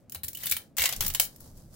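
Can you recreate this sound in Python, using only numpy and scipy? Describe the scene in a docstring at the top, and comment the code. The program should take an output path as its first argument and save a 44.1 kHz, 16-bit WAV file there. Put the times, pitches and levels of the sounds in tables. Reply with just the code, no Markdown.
"""A thin plastic brim is peeled by hand off a small printed figure, just above a wooden table in a small room.
Over quiet air (filtered noise), faint finger rumble and rubbing (noise following level curves) come first;
then ticks and snaps (bursts, snaps with rings), runs of tearing (random clicks and chips), soft bumps (dying
sines) and squeaks (gliding sines). A long rip rings the strip's modes, the hollow figure knocks, a deep sway
swells and a very high whistle rings. The last loud snap has a grainy tail; then fingers rub the loose strip."""
import sys
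import numpy as np
from scipy import signal
from scipy.fft import rfft, irfft, next_fast_len
from scipy.io import wavfile
from scipy.ndimage import uniform_filter1d

SR = 44100
rng = np.random.default_rng(int(sys.argv[2]) if len(sys.argv) > 2 else 0)


def digitize_waveform(pressure):
    """Quantize a signal to 16-bit integers and store it at the path in sys.argv[1].

    Rows of a 2-D input are taken as channels; values are limited to [-1, 1].
    """
    field = np.atleast_2d(pressure).T
    bounded = np.clip(field, -1, 1)
    quanta = np.round(bounded * 32767).astype(np.int16)
    wavfile.write(sys.argv[1], SR, quanta)


N = 77175  # length in samples
T = np.arange(N) / SR  # time in seconds
LEFT_RIGHT = np.array([[1], [-1]])


def from_db(db):
    """Decibels to gain."""
    return 10 ** (np.asarray(db) / 20)


def unit(x):
    """Scale a stereo sound to an average energy of one per channel."""
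    return x / np.sqrt(np.sum(x ** 2) / 2 + 1e-20)


def add(out, start_s, x):
    """Mix x into out from a start time, cutting it at the end of the scene."""
    i = int(np.clip(start_s * SR, 0, N - 1))
    out[:, i:i + x.shape[1]] += x[:, :N - i]


# Edges of the low, middle, treble and top bands. Each entry: frequency in Hz.
BAND_EDGES_HZ = [470, 1700, 4500, 9500, 17500]


def band(x, k):
    """Keep the low, middle, treble or top band (k = 0 to 3)."""
    sos = signal.butter(3, BAND_EDGES_HZ[k:k + 2], "band", fs=SR, output="sos")
    return signal.sosfilt(sos, x)


def pair(size, alike):
    """Stereo white noise; alike is the correlation of left and right."""
    mid, side = rng.standard_normal((2, size))
    c = np.clip(alike, -1, 1)
    return np.sqrt((1 + c) / 2) * mid + np.sqrt((1 - c) / 2) * side * LEFT_RIGHT


def coloured(x, points):
    """Filter by a curve of (Hz, dB) points, joined by straight lines over log frequency."""
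    hz, db = np.transpose(points)
    size = next_fast_len(N + SR // 10)
    f = np.maximum(np.fft.rfftfreq(size, 1 / SR), 1)
    gain = from_db(np.interp(np.log(f), np.log(hz), db))
    return irfft(rfft(x, size) * gain, size)[:, :N]


def noise(points, alike):
    """Coloured stereo noise of rms one."""
    return unit(coloured(pair(N, alike), points)) * np.sqrt(N)


def level_curve(points):
    """Gain over the whole scene from (s, dB) points."""
    return from_db(np.interp(T, *np.transpose(points)))


def sine(t, hz):
    """A steady sine, the same on both sides."""
    return np.sin(2 * np.pi * hz * t) * np.ones((2, 1))


def ring(t, hz, t60, phase_spread):
    """A dying sine of unit energy; its phase (radians) is drawn apart for each side."""
    phase = phase_spread * rng.standard_normal((2, 1))
    return unit(from_db(-60 * t / t60) * np.sin(2 * np.pi * hz * t + phase))


# Left-right correlation of the fracture noise. 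One entry per band, low to top.
LIKENESS = [0.87, 0.47, 0.011, 0.089]


def burst(shape, shares_db):
    """Stereo noise under an envelope, with a given energy in each band."""
    out = 0
    for k, db in enumerate(shares_db):
        out = out + from_db(db) * unit(band(shape * pair(len(shape), LIKENESS[k]), k))
    return out


def placed(x, db, pan):
    """Set the level of a short sound; pan is left over right in dB."""
    per_10_ms = np.sqrt(SR / 100)  # unit energy becomes rms one over 10 ms
    return x * per_10_ms * from_db(db + pan * LEFT_RIGHT / 2)


# Random grains: rate, spread of their sizes, amplitude decay.
GRAINS_PER_S, GRAIN_SPREAD_DB, GRAIN_S = 480, 2.2, 0.0008


def grain_power():
    """Power of decaying grains at random moments and of random sizes; mean one."""
    born = rng.random(N) < GRAINS_PER_S / SR
    # twice the dB, since these are powers
    sizes = born * from_db(2 * GRAIN_SPREAD_DB * np.minimum(rng.exponential(1, N), 3))
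    power = signal.lfilter([1], [1, -np.exp(-2 / (GRAIN_S * SR))], sizes + 1e-18)
    return power / power.mean()


# Colour of the room's air. Each row: frequency in Hz, relative level in dB.
AIR_COLOUR = [(30, -17), (110, 1), (240, -2), (400, -12.5), (550, -9), (900, -24.5), (3000, -37.5),
              (15000, -52.5)]
AIR_DB = -58  # rms


def air():
    """The quiet murmur of the room: steady noise, strongest in the bass."""
    return from_db(AIR_DB) * noise(AIR_COLOUR, 0.82)


# Dull rumble of the fingers on the figure. Each row: time in seconds, level in dB before the trim.
RUMBLE = [(0, -65), (.42, -56), (.48, -53), (.72, -70.5), (.93, -50.5), (1.03, -37.5), (1.14, -48),
          (1.36, -64.5), (1.44, -49), (1.75, -54)]
# Its colour. Each row: frequency in Hz, relative level in dB.
RUMBLE_COLOUR = [(35, -22.5), (70, -12), (130, -13), (250, -23), (600, -39.5), (2000, -68)]
RUMBLE_TRIM_DB = -2.5


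def rumble():
    """Finger movement as nearly mono low noise that swells and sinks."""
    return from_db(RUMBLE_TRIM_DB) * level_curve(RUMBLE) * noise(RUMBLE_COLOUR, 0.99)


# Skin rubbing on plastic. Each row: time in seconds, level in dB.
RUB = [(0, -71.5), (.08, -86), (.4, -76), (.62, -55.5), (.74, -83.5), (1.0, -51), (1.33, -58),
       (1.39, -62.5), (1.41, -55), (1.47, -53.5), (1.53, -64), (1.59, -56.5), (1.7, -67), (1.745, -53)]
# Its colour. Each row: frequency in Hz, relative level in dB.
RUB_COLOUR = [(300, -7), (700, -5.5), (1200, -12.5), (2500, -25), (4800, -11.5), (15500, -13)]
RUB_GRAINY = 0.4  # share of the power that comes in grains


def rubbing():
    """Skin on plastic as wide noise, part smooth and part grainy."""
    grain = np.sqrt(1 - RUB_GRAINY + RUB_GRAINY * grain_power())
    return level_curve(RUB) * noise(RUB_COLOUR, 0.073) * grain


# Single threads parting. 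Each row: start in seconds, level in dB, left over right in dB.
TICKS = [(0.0967, -34, 2), (0.3316, -29.5, 1.5), (0.825, -16, 4), (1.0366, -27, 6), (1.0662, -18.5, 4),
         (1.0807, -21, 0), (1.138, -25, -7), (1.3607, -38, 3), (1.575, -45, 7)]
# Energy share of a tick in dB. One entry per band, low to top.
TICK_BANDS_DB = [-35.5, -25, -17.5, -11.5]
TICK_S = 0.003  # decay time constant


def ticks():
    """Thin threads break with a dry, bright click that dies at once, with no flutter."""
    out, shape = np.zeros((2, N)), np.exp(-T[:SR // 20] / TICK_S)
    for start, db, pan in TICKS:
        add(out, start, placed(burst(shape, TICK_BANDS_DB), db, pan))
    return out


EDGE_SHARE_DB = -6  # energy share of a snap's top band
SHARD_HZ, SHARD_DB, SHARD_T60_S = (3500, 16000), -3, 0.018


def shards(t, treble_db, count=6):
    """A broken edge rings at a few pitches of its own, drawn one from each step of a range."""
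    edges = np.geomspace(*SHARD_HZ, count + 1)
    pitches = rng.uniform(edges[:-1], edges[1:])
    levels = np.interp(pitches, BAND_EDGES_HZ[2:4], [treble_db, EDGE_SHARE_DB])
    out = 0
    for hz, db in zip(pitches, levels):
        gain = from_db(db + SHARD_DB) * np.sqrt(hz / pitches.sum())
        out = out + gain * ring(t, hz, SHARD_T60_S, 1.73)
    return out


# The brim snaps; the free length of strip, and so its ring, changes each time.
# Each row: start in seconds, level in dB before the trim, low, middle and treble energy shares in dB,
# left over right in dB, ring of the strip in Hz.
SNAPS = [(0.121, -28.5, -26.5, -19, -14.5, 0.5, 3050), (0.1469, -25, -18.5, -16.5, -15.5, 1, 3980),
         (0.2337, -22.5, -26.5, -16, -36, 1, 4050), (0.244, -27, -32, -15.5, -33, -3, 4310),
         (0.2819, -22, -40, -19, -16.5, 1.5, 3360), (0.349, -27, -44, -23, -15.5, -1.5, 2750),
         (0.3718, -29, -39.5, -15.5, -22, 0, 3020), (0.4337, -28, -31, -17, -19.5, -6, 3080),
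         (0.4572, -19, -25.5, -21, -34.5, 1, 3024), (0.468, -21, -27.5, -10, -11.5, 0, 3670),
         (0.497, -22, -46, -27, -13, 3.5, 4070), (0.5124, -12.5, -29, -15, -12.5, 0, 3670),
         (0.5213, -14.5, -27, -8.5, -15.5, 3.5, 2324), (0.5663, -20.5, -20.5, -10, -15.5, 2, 3083),
         (0.7678, -29, -17, -16, -9, 9, 2680), (0.7825, -16.5, -16, -8, -10, -1, 2180),
         (0.7944, -26.5, -37, 0.5, -17.5, 6, 2900), (0.8064, -23.5, -31, -40, -3.5, -5, 3350),
         (0.819, -17, -24.5, -4.5, -20, 2.5, 2180), (0.8383, -21.5, -7, -1.5, -1, 0.5, 2790),
         (0.8563, -15, -19, -6.5, -5.5, 0.5, 3080), (0.8908, -21, -14, -9, -8.5, 1.5, 2854),
         (0.9247, -23.5, -16.5, -8.5, -7, 1, 3250), (0.9624, -28.5, -22.5, -22, -6.5, 0.0, 2900),
         (1.0069, -16, -16, -10.5, -8.5, 2, 3230), (1.0234, -24.5, -11, -17, -16, 1, 3460),
         (1.0481, -29, -15.5, -10.5, -7, -11, 3300), (1.0632, -17.5, -22.5, -21, -14, 2.5, 3100),
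         (1.0786, -23.5, -32, -20, -14, 2, 2195), (1.101, -26.5, -19, -7, -7, 0.0, 2940),
         (1.1478, -16.5, -21, -8, -10, 2, 2950), (1.1979, -7, -23.5, -12, -12, 1, 3090),
         (1.4042, -41, -17.5, -33, -15, 8.5, 4630)]
SNAP_TRIM_DB, CRACK_DB = -3.5, 3.5  # overall trim; crack against flutter
# Time constants: decay of the fracture, decay of the shaken strip, softening of the onset.
CRACK_S, FLUTTER_S, SNAP_RISE_S = 0.00022, 0.0057, 0.00062
TABLE_ECHO_S, TABLE_ECHO_DB = 0.0021, -12
RING_DB, RING_T60_S = -2.5, 0.024  # ring level is against the middle share


def snaps():
    """A sharp fracture, its echo off the table, brief flutter, and the rings of strip and broken edge."""
    out, t = np.zeros((2, N)), T[:SR // 16]
    crack = from_db(CRACK_DB) * np.exp(-t / CRACK_S)
    echo = from_db(TABLE_ECHO_DB) * np.interp(t - TABLE_ECHO_S, t, crack, left=0)
    flutter = np.exp(-t / FLUTTER_S)
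    shape = (crack + echo + flutter) * (1 - np.exp(-t / SNAP_RISE_S))
    for start, db, low, middle, treble, pan, hz in SNAPS:
        fracture = burst(shape, [low, middle, treble, EDGE_SHARE_DB])
        strip_ring = from_db(middle + RING_DB) * ring(t, hz, RING_T60_S, 0.4)
        snap = fracture + strip_ring + shards(t, treble)
        add(out, start, placed(snap, db + SNAP_TRIM_DB, pan))
    return out


CHIP_T60_S = 0.012


def chips(pull, k):
    """Tiny grains that each ring at one random pitch in band k, as strong as the pull."""
    out, draws = np.zeros((2, N)), rng.random((int(GRAINS_PER_S * N / SR), 3))
    sizes = from_db(-GRAIN_SPREAD_DB * np.log(np.maximum(draws[:, 2], 1 / 20)))
    sizes = sizes / np.sqrt(np.mean(sizes ** 2))
    for n, ((when, pitch, _), size) in enumerate(zip(draws, sizes)):
        i = int((n + when) / len(draws) * N)  # one chip at random in each equal slot
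        if pull[i] > 0:
            hz = np.interp(pitch, [0, 1], BAND_EDGES_HZ[k:k + 2])
            chip = ring(T[:SR // 60], hz, CHIP_T60_S, (k + 1) / 2)
            add(out, T[i], pull[i] * size * chip)
    return out * np.sqrt(SR / GRAINS_PER_S)


# Runs of tearing; the last row is the grainy room tail of the last loud snap.
# Each row: start in seconds, end in seconds, level at start in dB, level at end in dB
# (both before the band levels), extra level of the low and middle bands in dB.
TEARS_AND_TAIL = [(0.156, 0.164, -46, -58, 11), (0.239, 0.251, -43.5, -38, -11.5),
                  (0.361, 0.443, -56.5, -45.5, 2), (0.434, 0.508, -45.5, -46, 2.5),
                  (0.774, 0.865, -34.5, -34.5, 3.5), (0.854, 0.937, -66.5, -39, 7.5),
                  (1.009, 1.096, -36.5, -50, 3.5), (1.212, 1.261, -33.5, -43, -14)]
# Balance of these grains in dB. One entry per band, low to top.
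TEAR_BANDS_DB = [-11.5, -1, -0.5, 4.5]
RINGING_SHARE = 0.6  # share of the power in ringing chips; the rest clicks


def tearing_and_tail():
    """Bonds tear in random clicks and ringing chips; the same grains make the last loud snap's room tail."""
    clicks, out = np.sqrt((1 - RINGING_SHARE) * grain_power()), 0
    for k, band_db in enumerate(TEAR_BANDS_DB):
        pull = np.zeros(N)
        for start, end, first_db, last_db, body_db in TEARS_AND_TAIL:
            db = np.interp(T, [start, end], [first_db, last_db]) + body_db * (k < 2)
            pull += (T >= start) * (T < end) * from_db(db)
        width = 2 * (BAND_EDGES_HZ[k + 1] - BAND_EDGES_HZ[k]) / SR  # share of the noise power in the band
        crackle = band(pull * clicks * pair(N, LIKENESS[k]) + 1e-18, k) / np.sqrt(width)
        ringing = np.sqrt(RINGING_SHARE) * chips(pull, k)
        out = out + from_db(band_db) * (crackle + ringing)
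    return out * from_db(LEFT_RIGHT * 1.8)  # leans left


# Soft bumps of the hands. Each row: start in seconds, pitch in Hz, level in dB before the soft onset,
# fall by 60 dB in seconds.
BUMPS = [(0.157, 81, -38.5, 0.2), (.24, 79.5, -32.5, 0.1), (0.519, 80, -39, 0.16), (0.798, 72, -29, 0.14),
         (1.021, 70.9, -34, 0.32), (1.09, 66, -40, 0.093)]
BUMP_RISE_S = 0.01  # time constant of the onset


def bumps():
    """Dull hand bumps: low sines with a soft onset that die away."""
    out, t = np.zeros((2, N)), T[:SR // 3]
    onset = 1 - np.exp(-t / BUMP_RISE_S)
    for start, hz, db, t60 in BUMPS:
        add(out, start, onset * from_db(db - 60 * t / t60) * sine(t, hz))
    return out


# Short squeaks of the strip; the last row is a very high, rough whistling ring.
# Each row: start in seconds, length in seconds, first pitch in Hz, last pitch in Hz, peak level in dB.
SQUEAKS_AND_WHISTLE = [(0.349, 0.017, 2880, 3230, -38), (0.437, 0.034, 3003, 2964, -39.5),
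                       (0.467, 0.011, 3535, 3710, -30.5), (0.4965, 0.0095, 7040, 7700, -30.5),
                       (1.0795, 0.014, 15250, 15000, -22)]
SQUEAK_RISE = 0.15  # share of the length spent swelling
SQUEAK_WAVER, WAVER_S = 0.02, 0.0012  # rms share of the pitch, smoothing time


def squeaks_and_whistle():
    """Each squeak, and the whistling ring, is one wavering, gliding sine that swells quickly and fades."""
    out = np.zeros((2, N))
    for start, length, first_hz, last_hz, db in SQUEAKS_AND_WHISTLE:
        waver = uniform_filter1d(rng.standard_normal(SR // 10), int(WAVER_S * SR))
        waver = waver * np.sqrt(WAVER_S * SR)  # back to about rms one
        along = T[:SR // 10] / length
        hz = np.interp(along, [0, 1], [first_hz, last_hz]) * (1 + SQUEAK_WAVER * waver)
        swell = np.interp(along, [0, SQUEAK_RISE, 1], [0, 1, 0])
        phase = 2 * np.pi * np.cumsum(hz) / SR + rng.standard_normal((2, 1)) / 2
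        add(out, start, from_db(db) * swell * np.sin(phase))
    return out


# Modes of the taut strip. Each row: pitch in Hz, relative level in dB, fall by 60 dB in seconds.
STRIP_MODES = [(1088, -10, 0.15), (1960, 0, 0.22), (2110, 0, 0.25), (2210, -0.5, 0.063), (2620, -14, 0.19),
               (2774, 2.5, 0.12), (4600, -11.5, 0.104), (6490, 2, 0.056)]
RIP_START_S, RIP_END_S, STRIP_DB = 0.778, 0.865, -45


def strip():
    """The long rip, as a stretch of noise, drives the narrow modes of the taut strip."""
    drive = pair(N, 1.0) * (T > RIP_START_S) * (T < RIP_END_S)
    out = np.zeros((2, N))
    for hz, db, t60 in STRIP_MODES:
        response = ring(T[:SR // 4], hz, t60, 0)
        mode = signal.fftconvolve(drive, response, axes=1)[:, :N]
        out += from_db(db) * unit(mode)
    return from_db(STRIP_DB) * out * np.sqrt(SR / 10)  # unit energy becomes rms one over 100 ms


# The hollow figure knocks as it is let go. 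Each row: start in seconds, pitch in Hz, peak level in dB.
KNOCKS = [(.925, 750, -38), (1.099, 1250, -44.5), (1.149, 1070, -35), (1.199, 750, -32.5),
          (1.199, 542, -38)]
KNOCK_T60_S = 0.032


def knocks():
    """The figure's shell sounds its low modes at each release, as quickly dying sines."""
    out, t = np.zeros((2, N)), T[:SR // 5]
    for start, hz, db in KNOCKS:
        add(out, start, from_db(db - 60 * t / KNOCK_T60_S) * sine(t, hz))
    return out


# Deep sway of the air and table as the hands move. Each row: time in seconds, level in dB.
SWAY = [(0, -89.5), (.93, -74), (.98, -39), (1.06, -40), (1.17, -48), (1.37, -71.5), (1.43, -51.5),
        (1.75, -58.5)]
# Its colour. Each row: frequency in Hz, relative level in dB.
SWAY_COLOUR = [(12, -14.5), (27, 2), (42, -17.5), (200, -70.5)]


def sway():
    """Air and table sway with the hands: very deep noise following a level curve."""
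    return level_curve(SWAY) * noise(SWAY_COLOUR, 0.91)


# Resonances of strip and figure. Each row: frequency in Hz, width in Hz, boost in dB.
RESONANCES = [(824, 29, 4.5), (7060, 100, 5), (7780, 190, 4.5)]
# Colour of the plastic. Each row: frequency in Hz, gain in dB.
PLASTIC_COLOUR = [(400, -5.5), (1000, -6.5), (3500, -5), (6000, -1.5), (9000, -4), (15500, 0)]


def body(x):
    """The strip and the figure ring briefly at their resonances and colour the sound."""
    for hz, width, db in RESONANCES:
        b, a = signal.iirpeak(hz, hz / width, fs=SR)
        x = x + (from_db(db) - 1) * signal.lfilter(b, a, x + 1e-18)
    return coloured(x, PLASTIC_COLOUR)


# Fall of the room's tail by 60 dB, in seconds. One entry per band, low to top.
ROOM_T60_S = [0.23, 0.19, 0.16, 0.14]
ROOM_DB, ROOM_GAP_S = -8, 0.0022  # tail energy; silence before the tail, then a rise as long


def room(x):
    """A short diffuse tail, even in colour, that dies a little sooner in the treble."""
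    t = T[:SR // 3]
    white = pair(len(t), 0.07) * np.clip(t / ROOM_GAP_S - 1, 0, 1)
    # even out the spectrum that an average decay would leave
    decay = from_db(-60 * t / np.mean(ROOM_T60_S))
    strength = uniform_filter1d(np.sum(abs(rfft(white * decay)) ** 2, axis=0), size=30)
    white = irfft(rfft(white) / np.sqrt(strength), len(t))
    tail = sum(band(white * from_db(-60 * t / t60), k) for k, t60 in enumerate(ROOM_T60_S))
    return from_db(ROOM_DB) * signal.fftconvolve(x, unit(tail), axes=1)[:, :N]


def scene():
    """The plastic and its room tail, with the hands, over the quiet murmur of the air."""
    hands = rumble() + rubbing() + bumps() + sway()
    coloured_by_body = body(ticks() + snaps() + tearing_and_tail())
    plastic = coloured_by_body + squeaks_and_whistle() + strip() + knocks()
    return air() + hands + plastic + room(plastic)


FULL_SCALE, CUTOFF_HZ = 0.9, 15900  # ceiling of the rounded peaks; top of the sound


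def record(dry):
    """The loudest peaks are rounded and the top is cut steeply."""
    rounded = FULL_SCALE * np.tanh(dry / FULL_SCALE)
    top_cut = signal.ellip(10, 0.2, 75, CUTOFF_HZ, fs=SR, output="sos")
    return signal.sosfilt(top_cut, rounded)


dry = scene()
out = record(dry)
digitize_waveform(out)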